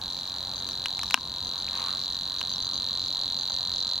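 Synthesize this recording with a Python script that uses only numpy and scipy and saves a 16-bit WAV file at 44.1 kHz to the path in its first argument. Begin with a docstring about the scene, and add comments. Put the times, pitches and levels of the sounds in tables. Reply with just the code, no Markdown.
"""Reeling bird in a reed bed

A small bird reels from a stem: an upward chip and a level note, paired 46 times a second.
A second warbler chatters farther off, over the low wash of open country. Sharp taps ring a small,
thin body near the microphone; the hardest makes the gain control duck. Something brushes past."""
import sys
import numpy as np
from scipy import signal
from scipy.fft import rfft, irfft
from scipy.io import wavfile
from scipy.ndimage import uniform_filter1d

SR = 44100
rng = np.random.default_rng(int(sys.argv[2]) if len(sys.argv) > 2 else 0)


def dump_mix(stems):
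    """Bounce the given channels to the path in sys.argv[1] as a 16-bit WAV at rate SR."""
    frames = np.atleast_2d(stems).T  # one column per channel
    limited = np.clip(frames, -1, 1)  # hard clip at full scale
    pcm = np.round(limited * 32767).astype(np.int16)
    wavfile.write(sys.argv[1], SR, pcm)


N = 176400


def amp(db):
    """Decibels to gain."""
    return 10 ** (np.asarray(db) / 20)


def unit(x):
    """Scale to rms 1."""
    return x / np.sqrt(np.mean(x ** 2) + 1e-20)


def read(points, hz):
    """Interpolate a table over log frequency."""
    points_hz, value = np.transpose(points)
    return np.interp(np.log(hz + 1), np.log(points_hz + 1), value)


def add(mix, start_s, sound):
    """Mix in a sound at start_s."""
    part = mix[..., max(round(start_s * SR), 0):][..., :sound.shape[-1]]
    part += sound[..., :part.shape[-1]]


def panned(x, side_db):
    """Stereo, left minus right = side_db."""
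    return x * amp([[side_db / 2], [-side_db / 2]])


def late_left(x, lag_samples):
    """Delay arrival at the left microphone."""
    delay = np.exp(-2j * np.pi * np.fft.rfftfreq(N) * lag_samples)
    return np.array([irfft(rfft(x[0]) * delay, N), x[1]])


def bell(t, width):
    """Gaussian swell round t = 0."""
    return np.exp(-.5 * (t / width) ** 2)


def phase_of(hz):
    """Running phase of a pitch curve, in radians."""
    return 2 * np.pi * np.cumsum(hz) / SR


def wobble(n, size):
    """Random drift of rms 1, smoothed over size samples."""
    return unit(uniform_filter1d(uniform_filter1d(rng.standard_normal(n), size), size))


def noise(spectrum, patchy_db):
    """Coloured stereo noise of rms 1, drifting in patches."""
    # left-right likeness: freq_hz, correlation
    likeness = [(30, .97), (130, 0.97), (300, 0.86), (900, 0.83), (2000, 0.2), (5000, 0.33), (12000, 0.17)]
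    hz = np.fft.rfftfreq(2048, 1 / SR)
    a, b, c, d, patches = rng.standard_normal((5, N // 512 + 5, len(hz)))
    patches = unit(uniform_filter1d(uniform_filter1d(patches, size=8, axis=0), size=20, axis=1))
    same = read(likeness, hz)
    left = a + 1j * b
    right = same * left + np.sqrt(1 - same ** 2) * (c + 1j * d)
    frames = np.array([left, right]) * amp(read(spectrum, hz) + patchy_db * patches)
    return unit(signal.istft(frames.transpose(0, 2, 1), nperseg=2048, noverlap=1536)[1][:, :N])


def reeds(x, wet_db, t60_s=.11):
    """Diffuse scatter from the reed bed, partly shared by both sides."""
    t = np.arange(SR // 2) / SR
    scatter = rng.standard_normal((3, len(t))) * amp(-60 * t / t60_s) * (t > .002)
    tail = scatter[:2] + .72 * scatter[2]
    return amp(wet_db) * signal.fftconvolve(x, tail / np.linalg.norm(tail[0]), axes=1)[:, :N]


def open_country():
    """Low distant wash under a faint hiss."""
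    # wash spectrum: freq_hz, relative_density_db
    wash_spectrum = [(15, -53), (25, -27), (47, -4), (70, 0), (118, -3.5), (260, -6), (393, -16),
                     (530, -10), (615, -10.5), (1040, -7), (1430, -14.5), (1760, -13.5), (2200, -27),
                     (2860, -74), (4840, -120)]
    # hiss spectrum: freq_hz, relative_density_db
    hiss_spectrum = [(1500, -25), (2300, 2), (4000, 0.5), (6500, 0), (8500, -5.5), (11000, -7), (15500, -9)]
    wash = amp(-45.5) * noise(wash_spectrum, patchy_db=1.5)
    hiss = amp(-51.5) * noise(hiss_spectrum, patchy_db=.3)
    return wash + panned(hiss, side_db=1)


def chip(t, pitch_ratio):
    """Swells and dies round t = 0 as its pitch shoots up; the octave shows at the start."""
    foot_hz, top_hz, sweep_hz, glide_s = 3100, 4578, 382, .00093
    hz = np.maximum(top_hz - sweep_hz * np.exp(-t / glide_s), foot_hz)
    phase = phase_of(hz * pitch_ratio)
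    octave = amp(-15) * bell(t + .0014, .00035) * np.sin(2 * phase)
    return bell(t, .00072) * np.sin(phase) + octave


def level_note(t, pitch_ratio, stretch):
    """Starts at t = 0, with a slight pitch arch and a weak after-swell."""
    centre_hz, arch_hz, peak_s, period_s = 3961, 118, .00184, .00322
    rise_s, fade_s = .00092, .0033 * stretch
    t = np.maximum(t, 0)
    hz = centre_hz + arch_hz * np.cos(2 * np.pi * (t - peak_s) / period_s) * bell(t, .0054)
    attack = 1 - np.exp(-(t / rise_s) ** 1.22)
    decay = np.exp(-(t / fade_s) ** 2)
    after_swell = amp(-17) * bell(t - .0052, .00083)
    return attack * (decay + after_swell) * np.sin(phase_of(hz * pitch_ratio))


def reeler():
    """The near bird repeats chip and note at an almost steady rate."""
    # reel tempo: time_s, pairs_per_s
    tempo = [(0, 46.0), (1, 46.1), (1.45, 45.95), (2, 45.885), (3.2, 45.865), (3.35, 45.65), (3.6, 45.65),
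             (3.75, 45.9)]
    # reel loudness: time_s, level_db, side_db
    loudness = [(0, -22, -0.5), (.6, -22, 0), (.95, -20.5, -0.3), (1.2, -22, 0.5), (1.6, -20.5, 0),
                (1.9, -19, -0.5), (2.3, -20.5, -0.7), (2.8, -18.5, -.5), (3.3, -18.5, -0.5),
                (4, -17.6, -0.5)]
    first_chip_s, usual_db = .0163, -20
    clock, out = np.arange(N) / SR, np.zeros((2, N))
    cycles = np.cumsum(np.interp(clock, *np.transpose(tempo))) / SR
    cycles -= np.interp(first_chip_s, clock, cycles)
    chips_s = np.interp(np.arange(int(cycles[-1]) + 1), cycles, clock)
    times_s, levels_db, sides_db = np.transpose(loudness)
    t = np.arange(-.003, .018, 1 / SR)
    for chip_s in chips_s:
        jitter_db, detune, note_jitter_db, jitter_s, log_stretch = rng.normal(
            0, [.35, .005, .35, .0001, .045])
        level_db = np.interp(chip_s, times_s, levels_db) + jitter_db
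        # more effort: higher pitch, a louder and earlier note
        effort_db = level_db - usual_db
        pitch_ratio = 1 + .0025 * effort_db + detune
        note_db = 1.5 + .3 * effort_db + note_jitter_db
        gap_s = .00708 - .00008 * effort_db
        note = amp(note_db) * level_note(t - gap_s, pitch_ratio, np.exp(log_stretch))
        pair = amp(level_db) * (chip(t, pitch_ratio) + note)
        add(out, chip_s + t[0] + jitter_s, panned(pair, np.interp(chip_s, times_s, sides_db)))
    return out


def among_stems(song):
    """Direct song, reed scatter and single reflections off nearby stems."""
    # stem reflections: left_delay_s, right_delay_s, gain_db
    stems = [(.0019, 0.0022, -20), (.0034, .003, -26.5), (.0056, 0.0071, -24)]
    heard = song + reeds(song, wet_db=-15.5)
    for left_s, right_s, gain_db in stems:
        add(heard[0], left_s, amp(gain_db) * song[0])
        add(heard[1], right_s, amp(gain_db) * song[1])
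    return heard


def far_warbler():
    """Arched notes, downward slurs and dry, pulsed churrs from the left."""
    # arched notes: start_s, level_db
    notes = [(.553, -33.5), (.583, -34), (0.665, -35), (.696, -35), (1.439, -39), (1.469, -36),
             (1.575, -37), (1.608, -42), (1.762, -37), (1.792, -38), (2.384, -34), (2.494, -32),
             (2.525, -32.5), (2.615, -34), (2.646, -33), (2.733, -33), (2.764, -36), (3.383, -34),
             (3.415, -35), (3.494, -34), (3.526, -33)]
    # note harmonics, fundamental first: gain_db
    harmonics = [-32, -19.5, -5, -8]
    # slurs: start_s, length_s, from_hz, to_hz, level_db
    slurs = [(0.705, 0.032, 6100, 4970, -46), (2.536, .045, 6500, 4600, -44)]
    # churrs: start_s, length_s, level_db
    churrs = [(0.102, .105, -44.5), (0.263, .04, -46), (0.965, 0.26, -42.5), (1.974, 0.093, -43.5),
              (2.125, .04, -44), (3.002, 0.098, -42), (3.125, .04, -44), (3.729, .105, -40.5),
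              (3.87, 0.037, -41)]
    # churr spectrum: freq_hz, relative_density_db
    churr_spectrum = [(2500, -40), (3300, -14), (3900, 0), (4700, -7), (5500, -8), (6300, -8), (7200, -18),
                      (10000, -45)]
    note_hz, note_s, pulses_per_s = 1574, .02, 42.4
    out, rasp = np.zeros((2, N)), noise(churr_spectrum, patchy_db=1.5)[0]
    u = np.linspace(0, 1, round(note_s * SR))
    for start_s, level_db in notes:
        phase = phase_of(note_hz * (1 + .007 * wobble(len(u), size=120) - .06 * (2 * u - 1) ** 2))
        voice = sum(amp(db) * np.sin(k * phase) for k, db in enumerate(harmonics, 1))
        envelope = amp(level_db + 2 * wobble(len(u), size=80)) * np.sin(np.pi * u)
        add(out, start_s, envelope * voice)
    for start_s, length_s, from_hz, to_hz, level_db in slurs:
        u = np.linspace(0, 1, round(length_s * SR))
        hz = (from_hz + (to_hz - from_hz) * u) * (1 + .025 * wobble(len(u), size=40))
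        envelope = amp(level_db + 4 * wobble(len(u), size=80)) * np.sin(np.pi * u)
        add(out, start_s, envelope * np.sin(phase_of(hz)))
    for start_s, length_s, level_db in churrs:
        t = np.arange(0, length_s, 1 / SR)
        pulses = bell(t * pulses_per_s % 1 - .25, .17)
        add(out, start_s, amp(level_db) * pulses * rasp[round(start_s * SR):][:len(t)])
    out = panned(np.array([out[0], np.roll(out[1], 2)]), side_db=6.5)
    return out + reeds(out, wet_db=-11)


def taps():
    """Taps ring the short modes of a small, thin body; the hardest and its rebound thud in the mount."""
    # taps: start_s, body_db, knock_db, crack_db, side_db, pitch_ratio
    hits = [(0.69, -34.5, -35.5, -19, 5, 1.1), (0.8586, -33, -12.5, -22, 5, 1.055),
            (.9924, -29, -23.5, -19, 1, 0.85), (1.0331, -24.5, -24, -17, 5, 1.11),
            (1.1090, -30, -18, -9, 3.5, 0.95), (1.1429, -10, 1, -1.5, 6, 1.008),
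            (1.176, -18.5, -25, -52, 4, 1.02), (1.6816, -43, -26, -49, -8, 0.9),
            (2.4133, -28, -19, -27, 3.5, 1.05), (3.503, -27.5, -52, -58, 6, 0.81)]
    # body, knock and crack bands: centre_hz
    bands = [1300, 2700, 7500]
    # body modes: freq_hz, gain_db, t60_s
    modes = [(1042, -4.5, 0.027), (1255, -8, 0.02), (1565, -7, 0.02), (2000, -16, .008), (2500, -14, 0.009),
             (2815, -1.5, 0.0081), (3200, -9, 0.0056), (3780, -16, 0.0064), (5060, -4.5, 0.0037),
             (7360, -10, 0.0019), (8800, -9.5, 0.0014), (12100, -23, 0.0014)]
    # mount thuds: start_s, level_db
    thuds = [(1.1422, -21), (1.179, -26)]
    ring_hz, ring_t60_s = 982, 1
    thud_hz, thud_t60_s = 242, .041
    out, t = np.zeros((2, N)), np.arange(SR // 2) / SR
    band_pass = np.vstack([signal.butter(4, 880, "high", fs=SR, output="sos"),
                           signal.butter(2, 12700, fs=SR, output="sos")])
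    for start_s, body_db, knock_db, crack_db, side_db, pitch_ratio in hits:
        faint_ring = amp(body_db - 30 - 60 * t / ring_t60_s) * wobble(len(t), size=300)
        tap = faint_ring * np.sin(2 * np.pi * ring_hz * t)
        for hz, gain_db, t60_s in modes:
            force_db = np.interp(np.log(hz), np.log(bands), [body_db, knock_db, crack_db])
            mode_db = force_db + gain_db + 2.5 * rng.uniform(-1.16, 1, (2, 1))
            tap = tap + amp(mode_db - 60 * t / t60_s) * np.sin(2 * np.pi * hz * pitch_ratio * t)
        grit = amp(crack_db - 17.5) * np.exp(-t / .0016) * rng.standard_normal((2, len(t)))
        add(out, start_s, panned(signal.sosfilt(band_pass, tap + grit), side_db))
    for start_s, level_db in thuds:
        envelope = amp(level_db - 60 * t / thud_t60_s) * (1 - np.exp(-t * thud_hz))
        add(out, start_s, envelope * np.sin(2 * np.pi * thud_hz * t))
    return out + reeds(out, wet_db=-22)


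def brush(peak_s=1.835, width_s=.085):
    """Something brushes softly past the microphone: a short, grainy rustle."""
    # rustle spectrum: freq_hz, relative_density_db
    spectrum = [(200, -22), (750, -15.5), (960, -3), (1130, 1.5), (1400, -6.5), (1650, -9), (2100, -12.5),
                (2900, -11), (5000, -20), (8000, -25), (9400, -23), (11000, -33), (15000, -30)]
    grain_db = 2 * unit(uniform_filter1d(rng.standard_normal(N), size=200))
    envelope = amp(-39.5 + grain_db) * bell(np.arange(N) / SR - peak_s, width_s)
    return envelope * noise(spectrum, patchy_db=2.5)


def scene():
    """Both birds, taps and a rustle over wash and hiss."""
    floor = open_country()
    near_bird = late_left(among_stems(reeler()), lag_samples=.9)
    return floor + near_bird + far_warbler() + late_left(taps(), lag_samples=.49) + brush()


def record(dry):
    """Rumble cut, overload clip, gain control that ducks and creeps back, band limit."""
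    rumble_hz, edge_hz = 25, 15950
    threshold_db, recover_s = -16.5, .071
    rumble_cut = signal.butter(2, rumble_hz, "high", fs=SR, output="sos")
    clipped = np.clip(signal.sosfilt(rumble_cut, dry), -1, 1)
    power = signal.lfilter(np.ones(88) / 88, 1, (clipped ** 2).mean(0))  # 2 ms mean
    over_db = np.maximum(10 * np.log10(power + 1e-12) - threshold_db, 0)
    fade = np.exp(-np.arange(N) / SR / recover_s)
    held_db = np.maximum.accumulate(over_db / fade) * fade  # decaying peak hold
    duck_db = signal.lfilter([.01], [1, -.99], held_db)
    band_limit = signal.firwin(511, edge_hz, window=("kaiser", 9), fs=SR)
    return signal.oaconvolve(clipped * amp(-duck_db), band_limit[None], "same")


dry = scene()
out = record(dry)
dump_mix(out)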